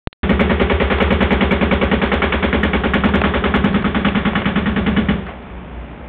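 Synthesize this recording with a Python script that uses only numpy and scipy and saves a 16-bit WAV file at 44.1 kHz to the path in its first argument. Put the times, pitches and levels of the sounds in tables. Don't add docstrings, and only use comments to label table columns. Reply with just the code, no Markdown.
import sys
import numpy as np
from scipy import signal
from scipy.fft import rfft, irfft, next_fast_len
from scipy.io import wavfile
from scipy.ndimage import uniform_filter1d

SR = 44100
rng = np.random.default_rng(int(sys.argv[2]) if len(sys.argv) > 2 else 0)


def to_wav(sig):
    pcm = np.clip(np.atleast_2d(sig), -1, 1) * 32767
    pcm = np.round(pcm).astype(np.int16)
    wavfile.write(sys.argv[1], SR, pcm.T)


N = 268128
TIME = np.arange(N) / SR
TAIL = TIME[:32768]
MIC_ON_S, STOP_S = 0.2319, 5.15

# start in seconds, seconds between blows.
BEAT = [(.190, .10135), (2.1, .1027), (2.8, .1005), (3.6, .1019), (4.9, .12)]


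def undb(db):
    return 10 ** (np.asarray(db) / 20)


def unit(x):
    return x / np.sqrt(np.mean(x ** 2))


def unit_onset(x):
    return x / np.sqrt(np.mean(x[:int(.06 * SR)] ** 2))


def fade(t, t60):
    return np.exp(-np.log(1000) * np.maximum(t, 0) / t60)


def colour(x, points):
    hz, db = np.transpose(points)
    size = next_fast_len(len(x))
    bins_hz = np.maximum(np.arange(size // 2 + 1) * SR / size, 1)
    gain = undb(np.interp(np.log(bins_hz), np.log(hz), db))
    return irfft(rfft(x, size) * gain, size)[:len(x)]


def wander(rate_hz):
    hold = int(SR / rate_hz)
    steps = np.repeat(rng.standard_normal(N // hold + 2), hold)
    return 1.2 * uniform_filter1d(uniform_filter1d(steps, hold), hold)[:N]


def follow(curve, times):
    return np.interp(times, *np.transpose(curve))


def add(track, s, sound):
    i = max(int(s * SR), 0)
    track[i:i + len(sound)] += sound[:N - i]


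def switch_on(pop_at_s, pop_db, pop_decay_s, tick_at_s, tick_db):
    out = np.zeros(N)
    add(out, pop_at_s, undb(pop_db) * np.exp(-TAIL / pop_decay_s))
    add(out, tick_at_s, undb(tick_db) * np.sin(2 * np.pi * 3300 * TAIL) * fade(TAIL, 0.00063))
    return out


def diesel(firing_hz, wobble, throb_db, pulse_depth, roar_db):
    # time in seconds, rms level in dB.
    hum_levels = [(5.3, -35), (5.5, -38), (5.57, -31.5), (5.64, -42), (5.8, -26.5), (5.95, -42),
                  (6.06, -34)]
    # frequency in Hz, mean rms level in dB.
    engine_lines = [(156, -49), (183, -45), (234, -49.5), (382, -53), (592, -47.5), (1087, -55)]
    # frequency in Hz, relative level in dB.
    roar_spectrum = [(20, -34.5), (45, 3), (70, 3), (110, -2.5), (220, -1), (320, -5.5), (560, -8.5),
                     (750, -8.5), (1100, -13.5), (1800, -17), (2300, -17.5), (3500, -27.5), (4400, -56.5)]
    clock = np.cumsum(1 + wobble * wander(10)) / SR
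    firing = np.sin(2 * np.pi * firing_hz * clock)
    hum = np.sqrt(2) * firing * undb(follow(hum_levels, TIME))
    tones = 0
    for hz, db in engine_lines:
        amplitude = np.sqrt(2) * undb(db + throb_db * wander(12))
        tones += amplitude * np.sin(2 * np.pi * (hz * clock + rng.random()))
    roar = unit(colour(rng.standard_normal(N) * (1 + pulse_depth * firing), roar_spectrum))
    return hum + tones + undb(roar_db) * roar


def blow_times():
    times, s = [], BEAT[0][0]
    while s < STOP_S:
        times.append(s)
        s += [period for start, period in BEAT if start <= s][-1]
    return np.array(times)


def mode(hz, delay, rise, t60):
    t = np.maximum(TAIL[:SR // 4] - delay, 0)
    return np.sin(2 * np.pi * hz * t) * (1 - np.exp(-(t / rise) ** 2)) * fade(t, t60)


def contact_db(s, best_s, span_s, depth_db):
    return depth_db * (np.exp(-((s - best_s) / span_s) ** 2) - 1)


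def structure(s, modes, detune, scatter_db):
    out = 0
    for hz, db, delay, rise, t60, best_s in modes:
        coupling_db = contact_db(s, best_s, span_s=3.2, depth_db=4.5)
        gain = undb(db + coupling_db + scatter_db * rng.standard_normal())
        out += gain * mode(hz * (1 + detune * rng.standard_normal()), delay, rise, t60)
    return unit_onset(out)


def chisel(s, ring_hz, favour_db, detune, scatter_db, spread_s):
    # frequency in Hz, relative level in dB, t60 in seconds,
    # time of strongest coupling in seconds.
    steel_modes = [(810, -4.5, 0.19, 1.9), (990, -14, 0.034, 1.2), (1123.6, -1, 0.11, 5.4),
                   (1283, -0.5, 0.055, 3.3), (1418, -3.5, 0.076, 2.9), (1710, -6.5, 0.12, 3.9),
                   (1872, -0.5, 0.052, 3.1), (2056, -11, 0.089, 2), (2245, -1, 0.07, 1.4),
                   (2383, -4, 0.021, 1.7), (2700, -4, 0.025, 1.8), (2947, -4, 0.057, 5.3),
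                   (2974, -17.5, 0.29, 2), (3360, -9.5, 0.059, 7.4)]
    out = 0
    for hz, db, t60, best_s in steel_modes:
        seat_db = favour_db * np.exp(-(np.log(hz / ring_hz) / 0.1) ** 2)
        coupling_db = contact_db(s, best_s, span_s=1.2, depth_db=4.0)
        gain = undb(db + seat_db + coupling_db + scatter_db * rng.standard_normal())
        delay = spread_s * rng.random() * (hz / 2000) ** 2
        out += gain * mode(hz * (1 + detune * rng.standard_normal()), delay, 0.00059, t60)
    return unit_onset(out)


def yard(paths, alike, hold_s, near_t60, far_db, far_t60, far_treble_db):
    # frequency in Hz, relative level in dB.
    echo_spectrum = [(40, -9), (90, -2), (130, 2), (200, 1.5), (320, 0), (420, 3), (580, 0.5), (660, -2),
                     (1250, -1), (2250, -1), (2480, -5.5), (3520, -6.5), (3820, -20), (4400, -35.5)]
    fresh = rng.standard_normal(len(TAIL))
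    echoes = colour(np.sqrt(alike) * paths + np.sqrt(1 - alike) * fresh, echo_spectrum)
    near = echoes * fade(TAIL - hold_s, near_t60)
    far = colour(echoes, [(300, far_db), (2500, far_treble_db)]) * fade(TAIL, far_t60)
    build_up = 1 - np.exp(-TAIL / 0.0054)
    return unit_onset((near + far) * build_up)


def breaker(thud_db, boom_db, steel_db, yard_db,
            body_share, uneven_db, bite_uneven_db, first_bite_db, ring_wander):
    # frequency in Hz, relative level in dB,
    # then delay, build-up, t60 and time of strongest coupling, all in seconds.
    ground_modes = [(68.5, 4.5, 0.02257, 0.016, 0.2, 1.1), (80.2, -7, 0.02837, 0.0073, 0.66, 13),
                    (110.5, -20, 0.011, 0.035, 0.11, 14)]
    wall_modes = [(201.3, 5.5, 0.0022, 0.0035, 0.077, 5.2), (218.1, 2, .014, 0.0014, 0.13, 4.8),
                  (197.66, -9, .058, 0.0033, 0.42, 6.2), (168.9, -12.5, 0.0201, 0.017, 0.47, 7.4),
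                  (260.3, -8, 0.01635, 0.0049, 0.1, 0.84), (492, -5.5, 0.00091, 0.0045, 0.046, 1.9),
                  (558, -2, .012, 0.0051, 0.098, 2.2), (395.1, -2, .017, 0.0016, 0.088, 2.8),
                  (365.6, -14.5, 0.052, 0.0019, 0.17, 2.1), (421.6, -12.5, .073, 0.0064, 0.15, 1)]
    # time in seconds, relative level in dB.
    thud_curve = [(.3, -18), (.8, -17), (1.1, -16), (2.2, -20), (2.35, -19.5), (2.65, -18.5), (3.4, -19),
                  (3.75, -22.5), (4.5, -27), (4.8, -22)]
    boom_curve = [(.35, -11), (.8, -18), (1.05, -13), (1.25, -13.5), (1.9, -12.5), (2.2, -18.5), (2.5, -13),
                  (2.8, -15.5), (2.95, -10.5), (3.15, -13), (3.33, -17), (3.5, -12), (3.74, -10.5),
                  (3.87, -14), (4.1, -11), (4.35, -14.5), (4.85, -12)]
    force_curve = [(.19, 0), (.9, 1.5), (1.9, 0), (2.25, 2), (2.42, 1), (2.6, 0), (3.55, 1), (3.78, -2.5),
                   (4.07, 0.5), (4.25, -1.5), (5.08, -3.5)]
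    bite_curve = [(.3, 0.5), (1.2, -.5), (2.3, 1.5), (2.42, -3), (2.53, 0.5), (2.85, 2.5), (3.1, 0),
                  (4.1, 0.5), (4.7, -0.5)]
    # time in seconds, frequency in Hz.
    ring_curve = [(.3, 2220), (2.55, 2260), (2.8, 1900), (3, 1390), (4.2, 1290), (4.5, 1660)]
    out = np.zeros(N)
    paths_a, paths_b = rng.standard_normal((2, len(TAIL)))
    times = blow_times()
    chance = rng.standard_normal((len(times), 5)).T
    thuds = follow(thud_curve, times) + uneven_db * chance[0]
    booms = follow(boom_curve, times) + uneven_db * chance[1]
    forces = follow(force_curve, times) + uneven_db * chance[2]
    bites = forces + follow(bite_curve, times) + bite_uneven_db * chance[3]
    bites[0] += first_bite_db
    rings = follow(ring_curve, times) * np.exp(ring_wander * chance[4])
    for s, thud, boom, force, bite, ring_hz in zip(times, thuds, booms, forces, bites, rings):
        ground = structure(s, ground_modes, detune=.022, scatter_db=1.5)
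        wall = structure(s, wall_modes, detune=.014, scatter_db=1.2)
        steel = chisel(s, ring_hz, favour_db=7.5, detune=.003, scatter_db=2.0, spread_s=.003)
        turn = 0.39 * s
        paths = np.cos(turn) * paths_a + np.sin(turn) * paths_b
        echoes = yard(paths, alike=0.66, hold_s=0.023, near_t60=0.21,
                      far_db=1.0, far_t60=1.0, far_treble_db=-8.0)
        tone = [(230, boom - booms.mean()), (380, body_share * (thud - thuds.mean())), (1100, force)]
        add(out, s, undb(thud + thud_db) * ground)
        add(out, s, undb(booms.mean() + boom_db) * colour(wall, tone))
        add(out, s, undb(bite + steel_db) * steel)
        add(out, s, undb(yard_db) * colour(echoes, tone))
    return out


def rubble(echo_db, crumb_db, crumb_spread_db, crumb_count):
    # start in seconds, level in dB, main resonance in Hz, t60 in seconds.
    chunks = [(.984, -14, 810, 0.034), (3.089, -16.5, 884, 0.039), (3.216, -7.5, 634, 0.019),
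              (4.085, -19, 2770, 0.047), (4.418, -15.5, 1120, 0.036), (5.266, -29.5, 1610, 0.2),
              (5.285, -28.5, 700, 0.26), (5.425, -36, 1290, 0.04)]
    out = np.zeros(N)
    start = BEAT[0][0]
    crumbs = [(start + when * (STOP_S - start), crumb_db + crumb_spread_db * size, 2400 * 3 ** -size, .025)
              for when, size in rng.random((crumb_count, 2))]
    for s, db, hz, t60 in list(chunks) + crumbs:
        spectrum = [(hz / 6, -18), (hz, 0), (3300, -17), (4300, -48)]
        knock = unit(colour(rng.standard_normal(len(TAIL)), spectrum))
        envelope = fade(TAIL, t60) + undb(echo_db) * fade(TAIL, 0.51)
        add(out, s, undb(db) * knock * envelope)
    return out


def scene():
    hammer = breaker(thud_db=-3.5, boom_db=-2.74, steel_db=-25, yard_db=-19.5, body_share=0.42,
                     uneven_db=.6, bite_uneven_db=1.5, first_bite_db=-12, ring_wander=0.094)
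    debris = rubble(echo_db=-23.5, crumb_db=-26.5, crumb_spread_db=7.5, crumb_count=18)
    engine = diesel(firing_hz=61, wobble=.012, throb_db=3, pulse_depth=0.17, roar_db=-33.5)
    return (hammer + debris + engine)[None]


def record(dry):
    pop = switch_on(pop_at_s=.0727, pop_db=-3.5, pop_decay_s=0.0016, tick_at_s=.129, tick_db=-11.5)
    live = dry * (TIME >= MIC_ON_S) + pop
    ceiling, band_hz, top_hz = .75, 4200, 15800
    rounded = live / (1 + (live / ceiling) ** 8) ** (1 / 8)
    narrow = signal.sosfilt(signal.ellip(7, .3, 75, band_hz, fs=SR, output="sos"), rounded)
    clipped = np.clip(narrow, -.7, .7)
    return signal.sosfilt(signal.ellip(8, .2, 70, top_hz, fs=SR, output="sos"), clipped)


dry = scene()
out = record(dry)
to_wav(out)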